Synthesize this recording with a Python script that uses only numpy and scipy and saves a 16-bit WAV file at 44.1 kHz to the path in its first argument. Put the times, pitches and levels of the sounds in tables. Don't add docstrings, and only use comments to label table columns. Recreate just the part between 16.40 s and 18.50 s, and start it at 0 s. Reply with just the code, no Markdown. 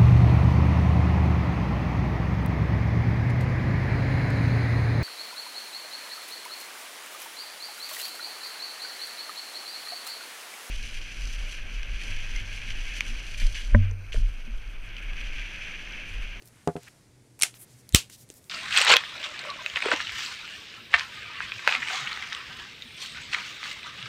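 import sys
import numpy as np
from scipy import signal
from scipy.fft import rfft, irfft, next_fast_len
from scipy.io import wavfile

SR = 44100
rng = np.random.default_rng(int(sys.argv[2]) if len(sys.argv) > 2 else 0)


def makeup_ratio(level_db):
    decades = np.asarray(level_db, float) / 20
    return 10 ** decades


def output_pcm(signal):
    pcm = np.clip(np.atleast_2d(signal).T, -1, 1) * 32767
    wavfile.write(sys.argv[1], SR, np.round(pcm).astype(np.int16))


N = 92433
T = np.arange(N) / SR

# start_s, level_db, tilt_db_per_octave, crack_ms, gap_mode_stretch
SNAPS_ON = [(1.0085, -38, 3.5, 4.4, 0.66), (1.0136, -11.5, -2, 0.035, 1.1), (1.0146, -32, -1, .5, 1.05),
            (1.0157, -30.5, -0.5, .4, 0.94), (1.0216, -16, 4.5, .2, 0.74), (1.02205, 1, 10, 0.043, 0.96),
            (1.0231, -10.5, 3.5, 0.27, 0.68), (1.0262, -22, 7.5, 0.93, 0.85), (1.0295, -20, 4.5, 4.1, 0.56),
            (1.0332, -7, 2.5, .1, 1.5), (1.0335, -1, 4, .04, 1.26), (1.0338, -1.5, -4.5, .03, 1.17),
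            (1.0345, -5.5, 6, 0.12, 1.48), (1.0352, -10.5, -1.5, 0.27, 0.81),
            (1.0360, -14.5, 0.5, 1.94, 1.3)]
# start_s, level_db, tilt_db_per_octave, crack_ms, gap_mode_stretch
SNAPS_OFF = [
    (1.5468, -13, -1.5, .2, 1.45),
    (1.5473, 6, -3, .04, 1.14),
    (1.5477, 3.5, -2.5, .1, 1.047),
    (1.5482, 0.5, -0.5, .15, .97),
    (1.5490, -12.5, -0.5, .3, 0.67),
    (1.5498, -13.5, -5, .5, 1.01),
    (1.5512, -18.5, 6, .3, 0.89),
]
# centre_hz, width_hz, level_db
CAP_ON_MODES = [(513, 1800, -21.5), (1500, 630, -15), (2240, 380, 1), (3255, 1200, -1.5), (4500, 850, -9.5),
                (5500, 430, -4), (7700, 1560, -0.5), (9400, 1960, -4), (12400, 3000, -24.5)]
# centre_hz, width_hz, level_db
CAP_OFF_MODES = [(1600, 900, -8.5), (2440, 503, -3.5), (2700, 410, 6), (3338, 660, 7.5), (4300, 2500, -4.5),
                 (5068, 900, -0.5), (6520, 1000, -2), (7900, 600, 0.5), (10420, 900, -15.5),
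                 (11300, 2900, -9), (13500, 1500, -17)]
# freq_hz, level_db
ROOM_ON_COLOUR = [(180, -55.5), (300, -17), (517, -24), (707, -11.5), (1000, -18), (2320, -5.5),
                  (4410, -11.5), (9270, -8.5), (15500, -33)]
# freq_hz, level_db
ROOM_OFF_COLOUR = [(180, -43.5), (300, -22.5), (877, -25.5), (1160, -18.5), (1780, -19.5), (2740, -6.5),
                   (4870, -13.5), (7990, -14), (15500, -30)]
# centre_hz, width_hz, level_db
LEAK_BANDS = [(8200, 120, -33), (3700, 900, -33)]
# start_s, level_db, contact_ms
KNOCKS = [
    (0.2747, -10.5, 0.98),
    (0.2816, -21.5, 1.07),
    (0.2866, -17, 1.97),
    (0.3557, -19.5, 1.45),
    (0.362, -35, 3.1),
    (0.3683, -28, 1.45),
    (0.2761, -27.5, 0.7),
    (0.277, -28, 0.97),
]
# freq_hz, level_db, t60_s
TABLE_MODES = [(87.3, -16.5, 0.11), (163, -3, 0.069), (253, -7.5, 0.063), (297, -7.5, 0.056),
               (406, -3.5, 0.069), (483, -10, 0.087), (612, -10, 0.048), (701, -10, 0.11),
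               (780, -11, 0.043), (848, -15, 0.09), (1030, -5, .035), (1160, -26, 0.042),
               (1460, -24, 0.028), (2200, -28, .025)]
# start_s, level_db, pitch_hz, t60_ms
THUMPS = [
    (0.0215, -42.5, 380, 20),
    (0.9925, -42, 850, 9.3),
    (1.0133, -27, 1350, 5),
    (1.0333, -23.5, 760, 8),
    (1.9018, -32, 390, 13.6),
]
# start_s,
# level_db, centre_hz, length_ms
TICKS = [(0.029, -49.5, 7400, 1), (0.057, -41, 9000, 0.58), (0.075, -38, 7300, 0.65),
         (0.079, -42, 12840, 1.), (0.085, -44.5, 9220, 0.93), (0.2745, -28, 5300, 0.72),
         (0.022, -43, 4500, 1.2), (0.3655, -49, 2900, 0.5), (0.367, -47, 9000, 1.5),
         (0.483, -41.5, 10000, 1.247), (1.94, -37, 9042, 1.), (0.3655, -31, 1590, 0.72),
         (0.433, -37, 4500, 1), (0.4335, -39.5, 9980, .6), (1.1414, -38, 2200, 1.6),
         (0.9925, -40.5, 2000, 1.1), (0.992, -31.5, 8900, 1.), (0.9995, -29, 6200, 1),
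         (1.0003, -39.5, 1500, 0.88), (1.4914, -28.5, 8830, .7), (1.0221, -16, 13500, 0.13),
         (1.035, -10, 13500, .25), (1.4906, -43, 3500, .6), (1.5244, -29, 4500, 0.82),
         (1.5355, -38.5, 9000, 0.74), (0.2755, -27.5, 2700, 1.8), (1.5452, -32.5, 11900, 0.37),
         (1.698, -41, 2560, 4), (1.698, -38, 6200, 4.5), (1.89, -40, 6500, 0.77), (1.9017, -27, 4500, 0.52),
         (2.042, -43, 6470, .8)]
# start_s, length_s, level_db, centre_hz, width_octaves
RUBS = [(0.032, 0.062, -58.5, 9700, 0.92), (0.056, 0.22, -64, 1764, 0.77), (1.233, 0.14, -62, 6000, 0.84),
        (0.36, 0.15, -57, 2830, 1.1), (0.463, 0.028, -48.5, 1790, 0.5), (1.125, 0.058, -52.5, 4030, 2.3),
        (1.165, 0.088, -49, 10420, 0.38), (1.181, 0.07, -61, 2570, 1.2), (1.345, 0.082, -61, 7660, .6),
        (1.685, 0.084, -49, 5500, 0.95), (1.742, 0.11, -54, 7300, 1.05), (1.884, 0.051, -56.5, 6940, 0.93),
        (1.924, 0.076, -54, 9300, 0.94), (1.968, 0.16, -62.5, 8870, 0.74)]
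# freq_hz, level_db_per_hz
AIR_COLOUR = [(25, -24), (110, -10), (300, -16), (1100, -29), (2100, -26), (3000, -31), (9500, -30),
              (15500, -47)]
# time_s, level_db
STIR = [(0, 0), (.5, 1.5), (.7, -3), (.97, -4), (1.1, 0), (1.45, -0.5), (1.85, -1.5), (2.1, -1)]

GAP_HZ = 6000
CRACK_DB = -26
SNAP_SPAN_SAMPLES = 2048
SNAP_LOW_HZ, SNAP_HIGH_HZ = 1050, 11056
ROOM_T60_LOW_S, ROOM_T60_HIGH_S = 0.16, 0.16
ROOM_ON_DB, ROOM_OFF_DB, ROOM_TICK_DB = -12.5, -8, -13
ROOM_BUILD_S, WALL_S, WALL_WIDTH_S = .002, .0145, .004
WALL_ON_DB, WALL_OFF_DB = -21, -5
ECHO_GRAIN_DB, ECHO_GRAIN_HZ = 1.2, 250
POP_S, POP_DB, POP_RISE_S, POP_FALL_S, POP_BACK, POP_HZ = 1.5479, -5.5, .004, .0085, .9, 42
LEAK_START_S, LEAK_END_S, LEAK_RISE_S = 1.526, 1.547, .007
KNOCK_DIP, KNOCK_DIP_S = .3, .0009
PAPER_DB, PAPER_HZ, PAPER_MS = -26, 700, 12
RUB_GRAIN_DB, RUB_GRAIN_HZ = 1, 298
AIR_DB, AIR_FLICKER_DB = -61, 1.0
HUM_HZ, HUM_WIDTH_HZ, HUM_DB = 122.2, 5.5, -62.5
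TOP_HZ = 15700


def unit(x):
    return x / np.sqrt(np.mean(x ** 2))


def shaped(x, gain):
    n = next_fast_len(len(x), True)
    return irfft(rfft(x, n) * gain(np.fft.rfftfreq(n, 1 / SR) + 1), n)[:len(x)]


def curve(points):
    hz, db = np.array(points, float).T
    return lambda f: makeup_ratio(np.interp(np.log(f), np.log(hz), db))


def bell(centre_hz, octaves):
    return lambda f: np.exp(-.5 * (np.log2(f / centre_hz) / octaves) ** 2)


def ring(x, hz, t60_s):
    pole = np.exp(2j * np.pi * hz / SR - np.log(1000) / (t60_s * SR))
    return signal.lfilter([1], [1, -pole], x.astype(complex))


def burst(start_s, ms, noise):
    u = T - start_s
    return noise * np.exp(-np.maximum(u, 0) * 1000 / ms) * np.clip(u * SR / 2 + 1, 0, 1)


def walk(hz):
    return unit(shaped(rng.standard_normal(N), lambda f: 1 / (1 + (f / hz) ** 2)))


def snaps(table, cap_modes, colour, wall_db):
    out, energy = np.zeros(N), np.zeros(N)
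    noise = np.sign(rng.standard_normal(N))
    for start_s, level_db, tilt_db, crack_ms, stretch in table:
        first = int(start_s * SR) - 2
        at = slice(first, first + SNAP_SPAN_SAMPLES)
        crack = burst(start_s, crack_ms, noise)[at]
        body = 0
        for k, (hz, width_hz, mode_db) in enumerate(cap_modes):
            gain = makeup_ratio(mode_db + tilt_db * np.log2(hz / 5000)) * width_hz
            mode_hz = hz * stretch if hz > GAP_HZ else hz
            body = body + (-1) ** k * gain * ring(crack, mode_hz, 2.44 / width_hz).imag
        snap = makeup_ratio(level_db) * (body / np.abs(body).max() + makeup_ratio(CRACK_DB) * crack)
        out[at] += snap
        energy[first] += np.sum(snap ** 2)
    return out, room(energy, colour, wall_db)


def room(energy, colour, wall_db):
    t = T[:SR // 2]
    noise = unit(shaped(rng.standard_normal(N), curve(colour)))
    low = shaped(noise, lambda f: 1 / (1 + (f / 4500) ** 4))
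    wall = makeup_ratio(wall_db) * np.exp(-.5 * ((t - WALL_S) / WALL_WIDTH_S) ** 2)
    build = (1 - np.exp(-t / ROOM_BUILD_S)) * (1 + wall)
    fades = [(build * makeup_ratio(-60 * t / t60)) ** 2 for t60 in (ROOM_T60_LOW_S, ROOM_T60_HIGH_S)]
    total = np.sum(fades[0])
    powers = [signal.fftconvolve(energy, fade / total)[:N] for fade in fades]
    low_env, high_env = [np.sqrt(np.maximum(p, 0)) for p in powers]
    return (low * low_env + (noise - low) * high_env) * makeup_ratio(ECHO_GRAIN_DB * walk(ECHO_GRAIN_HZ))


def pop():
    u = T - POP_S
    flip = 1 / (1 + np.exp(-np.clip(u / 0.00018, -50, 50)))
    push = (1 - flip) * np.exp(np.minimum(u, 0) / POP_RISE_S)
    suck = POP_BACK * flip * np.exp(-np.maximum(u, 0) / POP_FALL_S)
    puff = (push - suck) * np.cos(2 * np.pi * POP_HZ * u)
    return makeup_ratio(POP_DB) * shaped(puff, lambda f: 1 / (1 + (35 / f) ** 4))


def leak():
    whistle = 0
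    for hz, width_hz, db in LEAK_BANDS:
        once = ring(rng.standard_normal(N), hz, 2.2 / width_hz)
        whistle = whistle + makeup_ratio(db) * unit(ring(once, hz, 2.2 / width_hz).imag)
    swell = np.exp(np.minimum(T - LEAK_END_S, 0) / LEAK_RISE_S) * (T < LEAK_END_S)
    return whistle * swell * np.clip((T - LEAK_START_S) / .004, 0, 1)


def hump(start_s, ms):
    return np.sin(np.pi * np.clip((T - start_s) * 1000 / ms, 0, 1)) ** 2 / (ms * SR / 2000)


def knocks():
    noise = unit(shaped(rng.standard_normal(N), bell(PAPER_HZ, 0.84)))
    push, paper = 0, 0
    for start_s, db, ms in KNOCKS:
        push = push + makeup_ratio(db) * (hump(start_s, ms) - KNOCK_DIP * hump(start_s - KNOCK_DIP_S, ms))
        paper = paper + makeup_ratio(db + PAPER_DB) * burst(start_s, PAPER_MS, noise)
    return .5 * sum(makeup_ratio(db) * ring(push, hz, t60).real for hz, db, t60 in TABLE_MODES) + paper


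def thumps():
    out = 0
    for start_s, db, hz, ms in THUMPS:
        u = np.maximum(T - start_s, 0)
        onset = 1 - np.exp(-u * hz * 4)
        out = out - makeup_ratio(db - 60000 * u / ms) * np.sin(2 * np.pi * hz * u) * onset
    return out


def ticks():
    out, noise = 0, rng.standard_normal(N)
    for start_s, db, hz, ms in TICKS:
        band = signal.butter(2, [hz / 1.9, min(hz * 1.7, 20000)], "band", fs=SR)
        click = signal.lfilter(*band, burst(start_s, ms, noise))
        out = out + makeup_ratio(db) * click / np.abs(click).max()
    return out


def rubs():
    out, noise = 0, rng.standard_normal(N) * makeup_ratio(RUB_GRAIN_DB * walk(RUB_GRAIN_HZ))
    for start_s, length_s, db, hz, octaves in RUBS:
        swell = np.sin(np.pi * np.clip((T - start_s) / length_s, 0, 1) ** 1.5) ** 1.1
        out = out + makeup_ratio(db) * unit(shaped(noise, bell(hz, octaves))) * swell
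    return out


def air():
    noise = shaped(rng.standard_normal(N), curve(AIR_COLOUR))
    noise = noise / np.std(shaped(noise, lambda f: f > 200))
    stir_db = np.interp(T, *np.array(STIR).T)
    out = 0
    for hz in 20 * 2 ** np.arange(11):
        octave = shaped(noise, lambda f: np.clip(1 - np.abs(np.log2(f / hz)), 0, 1))
        out = out + makeup_ratio(AIR_FLICKER_DB * walk(2.5) + (hz > 1000) * stir_db) * octave
    return makeup_ratio(AIR_DB) * out


def hum():
    return makeup_ratio(HUM_DB) * unit(ring(rng.standard_normal(N), HUM_HZ, 3.1 / HUM_WIDTH_HZ).imag)


def scene():
    on, on_echo = snaps(SNAPS_ON, CAP_ON_MODES, ROOM_ON_COLOUR, WALL_ON_DB)
    off, off_echo = snaps(SNAPS_OFF, CAP_OFF_MODES, ROOM_OFF_COLOUR, WALL_OFF_DB)
    on = shaped(on, lambda f: 1 / (1 + (f / SNAP_HIGH_HZ) ** 12))
    off = shaped(off, lambda f: 1 / (1 + (SNAP_LOW_HZ / f) ** 4))
    clicks = ticks()
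    click_echo = room(clicks ** 2, ROOM_ON_COLOUR, WALL_ON_DB)
    wet = makeup_ratio(ROOM_ON_DB) * on_echo + makeup_ratio(ROOM_OFF_DB) * off_echo + makeup_ratio(ROOM_TICK_DB) * click_echo
    mix = on + off + wet + pop() + leak() + knocks() + thumps() + clicks + rubs() + air() + hum()
    return mix[None]


def top_cut(x):
    return signal.sosfilt(signal.butter(12, 15610, fs=SR, output="sos"), x)


def record(dry):
    low_pass = signal.ellip(8, .2, 60, TOP_HZ, fs=SR, output="sos")
    mix = np.clip(signal.sosfilt(low_pass, dry), -1, 1)
    return top_cut(mix)


dry = scene()
out = record(dry)
output_pcm(out)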